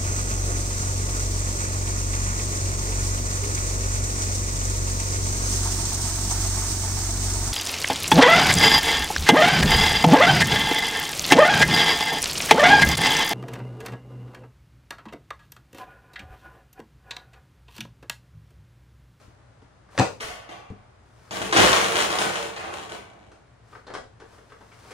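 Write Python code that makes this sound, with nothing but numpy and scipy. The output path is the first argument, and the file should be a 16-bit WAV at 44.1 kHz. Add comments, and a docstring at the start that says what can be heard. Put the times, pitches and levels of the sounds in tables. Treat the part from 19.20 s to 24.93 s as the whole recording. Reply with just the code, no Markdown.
"""Clatter in a garage workshop

Something heavy is knocked down on a bench and a thin metal part is bumped and rings. Metal parts are
then dragged, crash together and slide to rest, and a few small things are handled. Impacts and
stick-slip friction excite each body's modes; two microphone ports hear a short room over a low rumble."""
import sys
import numpy as np
from scipy import signal
from scipy.fft import rfft, irfft
from scipy.io import wavfile
from scipy.ndimage import uniform_filter1d

SR = 44100
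rng = np.random.default_rng(int(sys.argv[2]) if len(sys.argv) > 2 else 0)


def master_out(mix):
    """Clip the mix to full scale and print it as 16-bit PCM to the path in sys.argv[1]."""
    frames = np.transpose(np.atleast_2d(mix))
    ceiling = np.clip(frames, -1, 1)
    pcm = np.round(ceiling * 32767).astype(np.int16)
    wavfile.write(sys.argv[1], SR, pcm)


N = 252693
TIME = np.arange(N) / SR

METAL_LAG_S = -0.000295  # negative: the metal is nearer the right port
# Each row: frequency in Hz, left minus right level in dB.
METAL_BALANCE = [(80, -0.5), (200, 4), (400, 0), (700, -4.5), (1300, 2), (2400, 1), (4400, 7.5),
                 (8000, 3.5), (14000, -2.5)]
def metal():
    """Superposition: blows and a dragged edge sound the thin metal, which radiates little bass."""
    slide_force, slide_hz = sliding()
    pressure = slide_force * amp(2.2 * wander(rate=120))  # the edge judders as it bites and lets go
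    pair = struck_and_scraped(pressure, slide_hz) + clacks(slide_force)
    pair += hollow(pressure) + support(pressure)
    left, right = highpass(pair, hz=85)
    half = np.array(METAL_BALANCE) * [1, 0.5]
    return np.array([convolve(left, response(half)), convolve(right, response(half * [1, -1]))])


def struck_and_scraped(pressure, slide_hz, spots=8):
    """Forced vibration: blows and sliding catches drive several spots, each with its own room paths."""
    pushes = np.zeros((spots, N))
    for k, (start, db, hz, thump_db) in enumerate(contacts()):
        add(pushes[k % spots], start, amp(db) * blow(hz, thump_db))
    sharpness = 1 - np.exp(-2 * np.pi * slide_hz / SR)  # fast sliding gives sharper catches
    pair = np.zeros((2, N))
    for push in pushes:
        free = metal_ring()
        damped = unit(free * fade(t60=0.22, size=len(free)))  # an edge in contact damps the ring
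        catches = friction(rate=70, spread_db=2.8) * pressure / np.sqrt(spots)
        catches = sharpness * catches + (1 - sharpness) * soften(catches, hz=1290)
        pair += room(convolve(push, free) + convolve(catches, damped), METAL_LAG_S, wet_db=6.5)
    return pair


# Each row: start in seconds, level in dB, brightness in Hz, thump in dB relative to the level.
METAL_BLOWS = [(1.006, -29.5, 8700, -47), (1.07, -36, 7500, 0), (1.291, -35, 2240, -1.5),
               (2.109, -28.5, 6640, 2.5), (2.185, -35.5, 2960, 15.5), (2.326, -17.5, 5500, 4),
               (2.363, -15, 4870, 6), (2.370, -14, 7000, -1.5), (2.387, -25.5, 3000, 6),
               (2.394, -22, 1390, 6), (2.421, -25.5, 1290, 5), (2.430, -17, 6000, -1.5),
               (2.441, -34, 9300, -22), (2.53, -16.5, 6500, -35), (2.68, -31.5, 6000, -7),
               (2.76, -24, 8000, 0), (2.815, -27.5, 10000, -12), (2.903, -25.5, 6100, -16),
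               (2.987, -21.5, 9000, -1.5), (3.036, -30, 4000, 8), (3.135, -28, 5870, -1),
               (3.364, -29.5, 2800, 0), (3.44, -32.5, 2500, 3), (3.602, -61, 14000, -6),
               (3.693, -35.5, 3150, 4), (3.715, -40.5, 3500, 1)]
def contacts(seat_s=0.024, seat_db=-15.5, extra_thump_db=0.5):
    """Double impact: a part lands on one edge, then drops flat with less ring and as much weight."""
    for start, db, hz, thump_db in METAL_BLOWS:
        yield start, db, hz, thump_db
        yield start + seat_s, db + seat_db, hz, thump_db + extra_thump_db - seat_db


def blow(hz, thump_db, chatter_s=0.008, chatter_db=3, size=1024):
    """Contact force: a touch and a brief chatter; a light blow rebounds, leaving low modes quiet."""
    chatter = unit(rng.standard_normal(size) * (TIME[:size] < chatter_s))
    push = soften(unit(signal.unit_impulse(size) + amp(chatter_db) * chatter), hz)
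    lightness = 1 / (1 + amp(thump_db + 30.5))
    return push - lightness * soften(push, hz=600)


# Each row: start in seconds, length in seconds, level in dB, brightness in Hz.
SHOVES = [(0.998, 0.022, -32.5, 7000), (2.119, 0.1, -30, 6000), (2.211, 0.2, -32.5, 4000),
          (2.363, 0.49, -17.5, 5940), (2.722, 0.098, -26.5, 6100), (2.877, 0.1, -27, 5040),
          (2.973, 0.13, -27.5, 4750), (3.137, 0.11, -28, 4260), (3.273, 0.28, -42.5, 2400),
          (3.505, 0.14, -38, 1980), (3.691, 0.046, -39, 3150), (3.783, 0.4, -55.5, 566)]
def sliding(sag_db_per_s=23.5):
    """Sliding friction: each shove's force sags as it goes; brightness is a force-weighted mean."""
    total, weighted_hz = np.zeros((2, N))
    for start, length, db, hz in SHOVES:
        sag_db = sag_db_per_s * np.clip(TIME - start, 0, length)
        force = stroke(start, length, attack_s=0.022, release_s=0.017) * amp(db - sag_db)
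        total += force
        weighted_hz += force * hz
    return total, weighted_hz / (total + 1e-12)


# The strongest modes. Each row: frequency in Hz, relative level in dB, 60 dB decay time in seconds.
METAL_MODES = [(335, -4, 0.5), (444, 0, 0.5), (470, -3, 0.5), (587, -1, 0.65), (899, -5, 0.7),
               (934, -3, 0.6), (727, -11, 1.1), (1114, -4, 1.3), (1497, -2, 1.1), (1663, -10, 1.3),
               (1846, -8, 1.0), (2205, -7, 1.0), (2288, -4, 1.4), (2487, -11, 1.1), (2780, -13, 1.0)]
# The dense modes. Each row: frequency in Hz, relative level in dB.
METAL_SPECTRUM = [(60, -15), (200, -17.5), (260, -13), (340, -4.5), (500, 1), (900, 3.5), (1300, 2),
                  (2000, 0), (3200, -2), (4400, -8.5), (6800, -7), (8200, -10), (9600, -7.5), (15000, -0.5)]
# Their damping. Each row: frequency in Hz, 60 dB decay time in seconds.
METAL_T60 = [(100, 0.16), (400, 1), (1200, 0.98), (3000, 0.66), (7000, 0.41), (14000, 0.35)]
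def metal_ring(modes_db=-21, crack_db=17, size=48000):
    """Modal response of thin metal at one spot: a dense wash of modes and a few that stand out."""
    wash = tail(METAL_T60, size)
    wash[0] = amp(crack_db)
    tones = np.zeros(size)
    for hz, db, t60 in METAL_MODES:
        spot, load = rng.standard_normal(2)  # the spot sets a mode's sign, the load detunes it
        tones += np.sign(spot) * ringing([(hz * (1 + 0.0036 * load), db, t60)], size)
    return convolve(wash, body(METAL_SPECTRUM)) + amp(modes_db) * tones


# Each row: frequency in Hz, relative level in dB.
CLACK_SPECTRUM = [(150, -22), (500, -14), (900, 9.5), (1900, 6), (3200, 2), (4500, -1.5), (7000, -4.5),
                  (15000, -26)]
def clacks(slide_force, rattle_db=-25):
    """Acceleration noise: the stiff striking part stops at once; loose pieces rattle during a slide."""
    force = np.zeros(N)
    for start, db, hz, _ in contacts():
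        clack_db = db + 0.4 * (db + 24)  # the clack grows faster than the blow
        add(force, start, amp(clack_db) * soften(impact(t60=0.05, crack_db=14), hz))
    jolts = slide_force * friction(rate=55, spread_db=1.5)
    force += amp(rattle_db) * convolve(jolts, impact(t60=0.01, crack_db=13))
    return room(convolve(force, body(CLACK_SPECTRUM)), METAL_LAG_S, wet_db=1)


# Each row: frequency in Hz, bandwidth in Hz, relative level in dB.
HOLLOW_RESONANCES = [(453, 16, 0), (590, 14, -6.5), (912, 24, -6), (1100, 24, -9.5), (1505, 14, -12),
                     (2295, 20, -14)]
# The shifting load bends the lowest resonance. Each row: time in seconds, pitch ratio.
LOAD_BEND = [(2.42, 0.975), (2.57, 1.035), (2.75, 1.0), (2.95, 0.99), (3.14, 1.03), (3.38, 0.97)]
def hollow(pressure, waver=0.015):
    """Driven resonance: the dragged edge sustains the metal's hollow tones, whose pitches drift."""
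    drive = pressure * friction(rate=330, spread_db=1.0)
    bends = [np.interp(TIME, *np.transpose(LOAD_BEND))]
    bends += [1 + waver * wander(rate=5) for _ in HOLLOW_RESONANCES[1:]]
    drone = sum(amp(db) * resonate(drive, hz * bend, width)
                for (hz, width, db), bend in zip(HOLLOW_RESONANCES, bends))
    return amp(-10.5) * room(drone, METAL_LAG_S, wet_db=2)


# Each row: frequency in Hz, relative level in dB.
SUPPORT_SPECTRUM = [(30, -35.5), (65, -3.5), (100, -9.5), (130, -8.5), (160, -9), (198, -3.5), (245, -14),
                    (325, -1), (420, -5.5), (700, -4.5), (1200, -23.5), (4000, -64)]
def support(pressure, growth=0.63):
    """Structure-borne sound: what the metal rests on thumps under blows and rumbles under sliding."""
    force = amp(-19.5) * pressure ** growth * friction(rate=580, spread_db=4.0)
    for start, db, _, thump_db in contacts():
        add(force, start, amp(db + thump_db) * impact(t60=0.023, crack_db=-16.5))
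    return room(convolve(force, body(SUPPORT_SPECTRUM)), METAL_LAG_S, wet_db=7)


# Each row: start in seconds, level in dB, brightness in Hz, thump in dB relative to the level,
# level of the edge's crack in dB.
BENCH_KNOCKS = [(0.752, -42, 2000, -14, -41), (0.778, -21.5, 2390, -19, -14.5),
                (0.7856, -26.5, 2770, -8, -15), (0.789, -17.5, 12000, -10.5, -16.5),
                (0.796, -12.5, 4940, -6.5, -10.5), (0.8043, -22, 900, 3.5, -36.5),
                (0.816, -17, 1190, -11.5, -21.5)]
# The top's low modes. Each row: frequency in Hz, relative level in dB, 60 dB decay time in seconds.
BENCH_MODES = [(130, 0.5, 0.12), (191, 1.5, 0.087), (268, 0.5, 0.068), (322, -9.5, 0.25), (543, 3, 0.19),
               (660, -9, 0.16), (773, 4.5, 0.13), (954, -13, 0.14)]
# The top's dense modes and the hard edge. Each row: frequency in Hz, relative level in dB.
BENCH_SPECTRUM = [(60, -23), (200, -7.5), (500, 8), (800, 7.5), (1200, 2), (2100, -8), (3500, -13),
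                  (7000, -30), (15000, -19)]
EDGE_SPECTRUM = [(300, -24), (700, -9), (1400, 2), (2100, 4), (3200, -5), (4600, -5), (7500, -8),
                 (10000, -17), (15000, -15)]
def bench(size=16384):
    """Impact on a plate: a hard edge clatters down, then the full weight lands and the top booms."""
    knocks, thumps, cracks = np.zeros((3, N))
    for start, db, hz, thump_db, edge_db in BENCH_KNOCKS:
        add(knocks, start, amp(db) * soften(impact(t60=0.035, crack_db=12.5), hz))
        add(thumps, start, amp(db + thump_db) * ringing(BENCH_MODES, size))
        # a light touch skitters, the full weight seats at once
        add(cracks, start, amp(edge_db) * soften(impact(t60=0.014, crack_db=db + 27), hz))
    top = room(convolve(knocks, body(BENCH_SPECTRUM)), lag_s=-0.000025, wet_db=3)
    edge = room(convolve(cracks, body(EDGE_SPECTRUM)), lag_s=-0.000025, wet_db=2)
    radiated = highpass(thumps, hz=75)  # the top is too small to radiate the deepest bass
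    boom = room(soften(radiated, hz=1510), lag_s=0, wet_db=-15)
    return pan_left(top + edge, db=2.5) + pan_left(boom, db=4)


# Each row: start in seconds, level in dB, brightness in Hz.
PADDED_BUMPS = [(0.078, -47, 600), (0.422, -47.5, 800), (1.501, -31, 800), (1.518, -28.5, 355)]
# Each row: frequency in Hz, relative level in dB.
PADDED_SPECTRUM = [(40, -8), (100, 4.5), (170, -6), (270, -2.5), (350, -13.5), (450, -3), (600, -31),
                   (2500, -35)]
def bumps(rock_s=1.041, period_s=0.044, rock_db=-34, rock_hz=70):
    """Cushioned impact: soft, heavy contacts and three even rocks of the weight carry little treble."""
    force = np.zeros(N)
    rocks = [(rock_s + k * period_s, rock_db, rock_hz) for k in range(3)]
    for start, db, hz in PADDED_BUMPS + rocks:
        add(force, start, amp(db) * soften(impact(t60=0.072, crack_db=4.5), hz))
    thuds = convolve(force, body(PADDED_SPECTRUM))
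    return pan_left(room(thuds, lag_s=0, wet_db=-9), db=3)


# Each row: start in seconds, level in dB, brightness in Hz, ring in Hz, ring in dB relative to the level.
SMALL_CLICKS = [(0.416, -59.5, 5000, 865, 4), (0.687, -57.5, 3000, 1280, 2),
                (4.114, -55.5, 7950, 2920, -9.5), (4.525, -50, 2200, 1210, 4), (4.549, -49, 3000, 1430, 8),
                (4.666, -46.5, 4000, 3900, -4), (4.677, -44, 2400, 940, 3), (4.70, -41.5, 2000, 1100, 0),
                (4.736, -38, 6400, 1160, -4), (4.747, -36, 3600, 1250, -2.5), (4.76, -47, 2000, 900, 3),
                (4.998, -48.5, 5100, 1370, -3), (5.015, -46, 1800, 880, -7), (5.18, -53.5, 3000, 1900, -7),
                (5.297, -54, 3470, 2700, -8), (5.318, -48, 2400, 1320, -0.5), (5.407, -50.5, 2400, 970, 1),
                (5.515, -59.5, 5000, 2180, 10.5), (5.706, -44.5, 11000, 2400, 0)]
# Each row: frequency in Hz, relative level in dB.
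SMALL_SPECTRUM = [(80, -9.5), (250, -11), (430, 5), (650, -4.5), (1000, -7), (1500, -1), (2400, -13),
                  (4000, -12.5), (7000, -16), (15000, -20)]
def handling(graze_s=0.004, ring_cycles=11, size=8192):
    """Damped vibration: small things graze, click and ring briefly as they are handled and rubbed."""
    force, rings = np.zeros((2, N))
    onset = np.minimum(TIME[:size] / graze_s, 1)
    for start, db, hz, ring_hz, ring_db in SMALL_CLICKS:
        ring = unit(ringing([(ring_hz, 0, ring_cycles / ring_hz)], size))
        push = amp(db) * impact(t60=0.082, crack_db=6) * onset
        add(force, start, soften(soften(push, hz), hz))
        add(rings, start, amp(ring_db) * convolve(push, ring))
    clicks = amp(9) * convolve(force, body(SMALL_SPECTRUM)) + rings
    return pan_left(room(clicks + rubbing(), lag_s=-0.000025, wet_db=4), db=2.5)


# Each row: start in seconds, length in seconds, final level in dB.
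HAND_RUBS = [(-0.1, 0.099, -51.5), (0.701, 0.13, -40.5), (1.824, 0.36, -51), (4.421, 0.095, -54),
             (4.998, 0.14, -52.5), (5.205, 0.11, -57.5), (5.382, 0.41, -45)]
# Each row: frequency in Hz, relative level in dB.
RUB_SPECTRUM = [(100, -11), (450, 4), (1400, 0.5), (2600, -9), (6000, -13), (9500, -17), (15000, -6.5)]
def rubbing(swell_db=17.5):
    """Friction noise: each rub swells as the hand takes hold and dies as it lets go."""
    grip = np.zeros(N)
    for start, length, db in HAND_RUBS:
        remaining = np.clip(1 - (TIME - start) / length, 0, 1)
        grip += stroke(start, length, attack_s=0.007, release_s=0.051) * amp(db - swell_db * remaining)
    return convolve(grip * friction(rate=1400, spread_db=0.5), body(RUB_SPECTRUM))


# Each row: frequency in Hz, relative spectral density in dB.
AMBIENT_SPECTRUM = [(15, -44), (25, -19), (45, -13.5), (109, 1.5), (146, -9), (301, -14.5), (529, -16),
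                    (604, -13.5), (903, -18), (1210, -19), (1460, -20), (2850, -31.5), (4040, -34),
                    (15000, -47)]
# Each row: frequency in Hz, level in dB.
MAINS_HUM = [(60, -61.5), (120, -61.5)]
def background():
    """Stationary noise: a diffuse low rumble and faint hiss, with the steady tones of mains hum."""
    air = diffuse(*(convolve(noise, body(AMBIENT_SPECTRUM)) for noise in rng.standard_normal((2, N))))
    hum = sum(amp(db) * np.sin(2 * np.pi * (hz * TIME + rng.random())) for hz, db in MAINS_HUM)
    return pan_left(amp(-57) * air + hum, db=2)


# Each row: frequency in Hz, reverberation time in seconds.
ROOM_T60 = [(100, 0.49), (400, 0.34), (1500, 0.23), (5000, 0.31), (14000, 0.29)]
def room(x, lag_s, wet_db, size=18000):
    """Reverberation: scattered echoes follow the direct sound, which reaches the right port lag_s later."""
    build_up = 1 - np.exp(-TIME[:size] / 0.0006)
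    walls = diffuse(*(unit(tail(ROOM_T60, size) * build_up) for _ in range(2)))
    lag = round(lag_s * SR)
    direct = np.array([signal.unit_impulse(size, max(late, 0)) for late in (-lag, lag)])
    paths = (direct + amp(wet_db) * walls) / np.hypot(1, amp(wet_db))
    return np.array([convolve(x, even_out(path)) for path in paths])


# Each row: frequency in Hz, coherence between the ports from 0 to 1.
PORT_COHERENCE = [(100, 0.97), (250, 0.53), (600, 0.05), (2000, 0.3), (8000, 0), (14000, 0)]
def diffuse(first, second):
    """Diffuse field: two unrelated noises mix to be alike at the ports in the bass, less so above."""
    size = len(first)
    coherence = np.clip(across(PORT_COHERENCE, np.fft.rfftfreq(size, 1 / SR)), 0, 1)
    mid = rfft(first) * np.sqrt((1 + coherence) / 2)
    side = rfft(second) * np.sqrt((1 - coherence) / 2)
    return np.array([np.roll(irfft(mid + side, size), 1), irfft(mid - side, size)])


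def even_out(path):
    """Equalisation: flattens the echo response's broad humps and dips so the room is even, not boxy."""
    hz = np.fft.rfftfreq(len(path), 1 / SR)
    power = np.abs(rfft(path)) ** 2
    humps_db = 10 * np.log10(uniform_filter1d(power, size=15) / uniform_filter1d(power, size=240))
    return convolve(path, response(np.c_[hz + 1, -humps_db]))


def impact(t60, crack_db, size=8192):
    """Impulsive force: the crack of first contact and the short shudder after it."""
    force = rng.standard_normal(size) * fade(t60, size)
    force[0] = amp(crack_db)
    return force


def friction(rate, spread_db):
    """Stick-slip: about rate random catches a second, of unequal size, with an rms of one."""
    catches = (rng.random(N) < rate / SR) * rng.choice([-1, 1], N)
    sizes = amp(spread_db * np.minimum(rng.exponential(size=N), 4))
    return unit(catches * sizes) * np.sqrt(N)


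def ringing(modes, size):
    """Free vibration: one decaying sine for each (Hz, dB, t60) row."""
    return sum(amp(db) * fade(t60, size) * np.sin(2 * np.pi * hz * TIME[:size]) for hz, db, t60 in modes)


def tail(t60s, size):
    """Modal overlap: countless modes merge into noise whose bands each die at their own rate."""
    noise = rfft(rng.standard_normal(size))
    hz = np.fft.rfftfreq(size, 1 / SR)
    centres, times = np.transpose(t60s)
    shares = (across(np.c_[centres, band], hz) for band in np.eye(len(centres)))
    return sum(irfft(noise * share, size) * fade(t60, size) for share, t60 in zip(shares, times))


def resonate(x, hz, width):
    """Resonance with a moving centre; the power it passes from white noise is independent of width."""
    turn = np.exp(2j * np.pi * np.cumsum(hz) / SR)
    return np.real(turn * soften(x / turn, width / 2)) * 2 * np.sqrt(SR / (np.pi * width))


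def soften(x, hz):
    """One-pole low-pass at brightness hz: a softer contact pushes for longer and loses treble."""
    pole = np.exp(-2 * np.pi * hz / SR)
    return signal.lfilter([1 - pole], [1, -pole], x)


def highpass(x, hz):
    """Radiation efficiency: a body's output falls 12 dB an octave below hz."""
    return signal.sosfilt(signal.butter(2, hz, "highpass", fs=SR, output="sos"), x)


def response(points, size=4096):
    """Minimum-phase impulse response of a (Hz, dB) spectrum."""
    gain = amp(across(points, np.fft.rfftfreq(size, 1 / SR)))
    cepstrum = irfft(np.log(gain))
    cepstrum[1:size // 2] *= 2
    cepstrum[size // 2 + 1:] = 0
    return irfft(np.exp(rfft(cepstrum)))


def body(spectrum):
    """A body as a linear filter: its impulse response at unit energy."""
    return unit(response(spectrum))


def stroke(start, length, attack_s, release_s):
    """Envelope of one movement: attack, hold, exponential release."""
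    age = TIME - start
    return np.clip(age / attack_s, 0, 1) * np.exp(-np.maximum(age - length, 0) / release_s)


def wander(rate):
    """Random modulation: about rate changes a second, with a spread near one."""
    levels = rng.standard_normal(1024)
    return 1.32 * np.interp(TIME * rate, np.arange(len(levels)), levels)


def fade(t60, size):
    """Exponential decay, 60 dB in t60 seconds."""
    return np.exp(-np.log(1000) * TIME[:size] / t60)


def pan_left(pair, db):
    """Level difference: the left port is louder than the right by db."""
    return pair * amp([[db / 2], [-db / 2]])


def convolve(x, impulse_response):
    """Linear filtering that keeps the sound's length."""
    return signal.fftconvolve(x, impulse_response)[:len(x)]


def across(points, hz):
    """Interpolation of (Hz, value) rows on a log-frequency axis."""
    centres, values = np.transpose(points)
    return np.interp(np.log(hz + 1), np.log(centres), values)


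def add(track, start_s, sound):
    """Superpose a sound on a track."""
    start = int(start_s * SR)
    track[start:start + len(sound)] += sound[:N - start]


def unit(x):
    """Normalisation to unit energy."""
    return x / np.sqrt(np.sum(x ** 2))


def amp(db):
    """Decibels to amplitude ratio."""
    return 10 ** (np.asarray(db) / 20)


def scene():
    """Superposition: the pressures of all sources add at the two ports."""
    return metal() + bench() + bumps() + handling() + background()


# Each row: frequency in Hz, gain in dB.
MICROPHONE_RESPONSE = [(100, 0.5), (9800, 4.5), (11000, -7.5), (15000, -15.5)]
def record(dry, cutoff_hz=15700):
    """Saturation and band limiting: the microphone rounds peaks, dulls the top octave, then cuts off."""
    heard = np.array([convolve(np.tanh(port), response(MICROPHONE_RESPONSE)) for port in dry])
    return signal.sosfilt(signal.ellip(10, 0.2, 80, cutoff_hz, fs=SR, output="sos"), heard)


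dry = scene()
out = record(dry)
master_out(out)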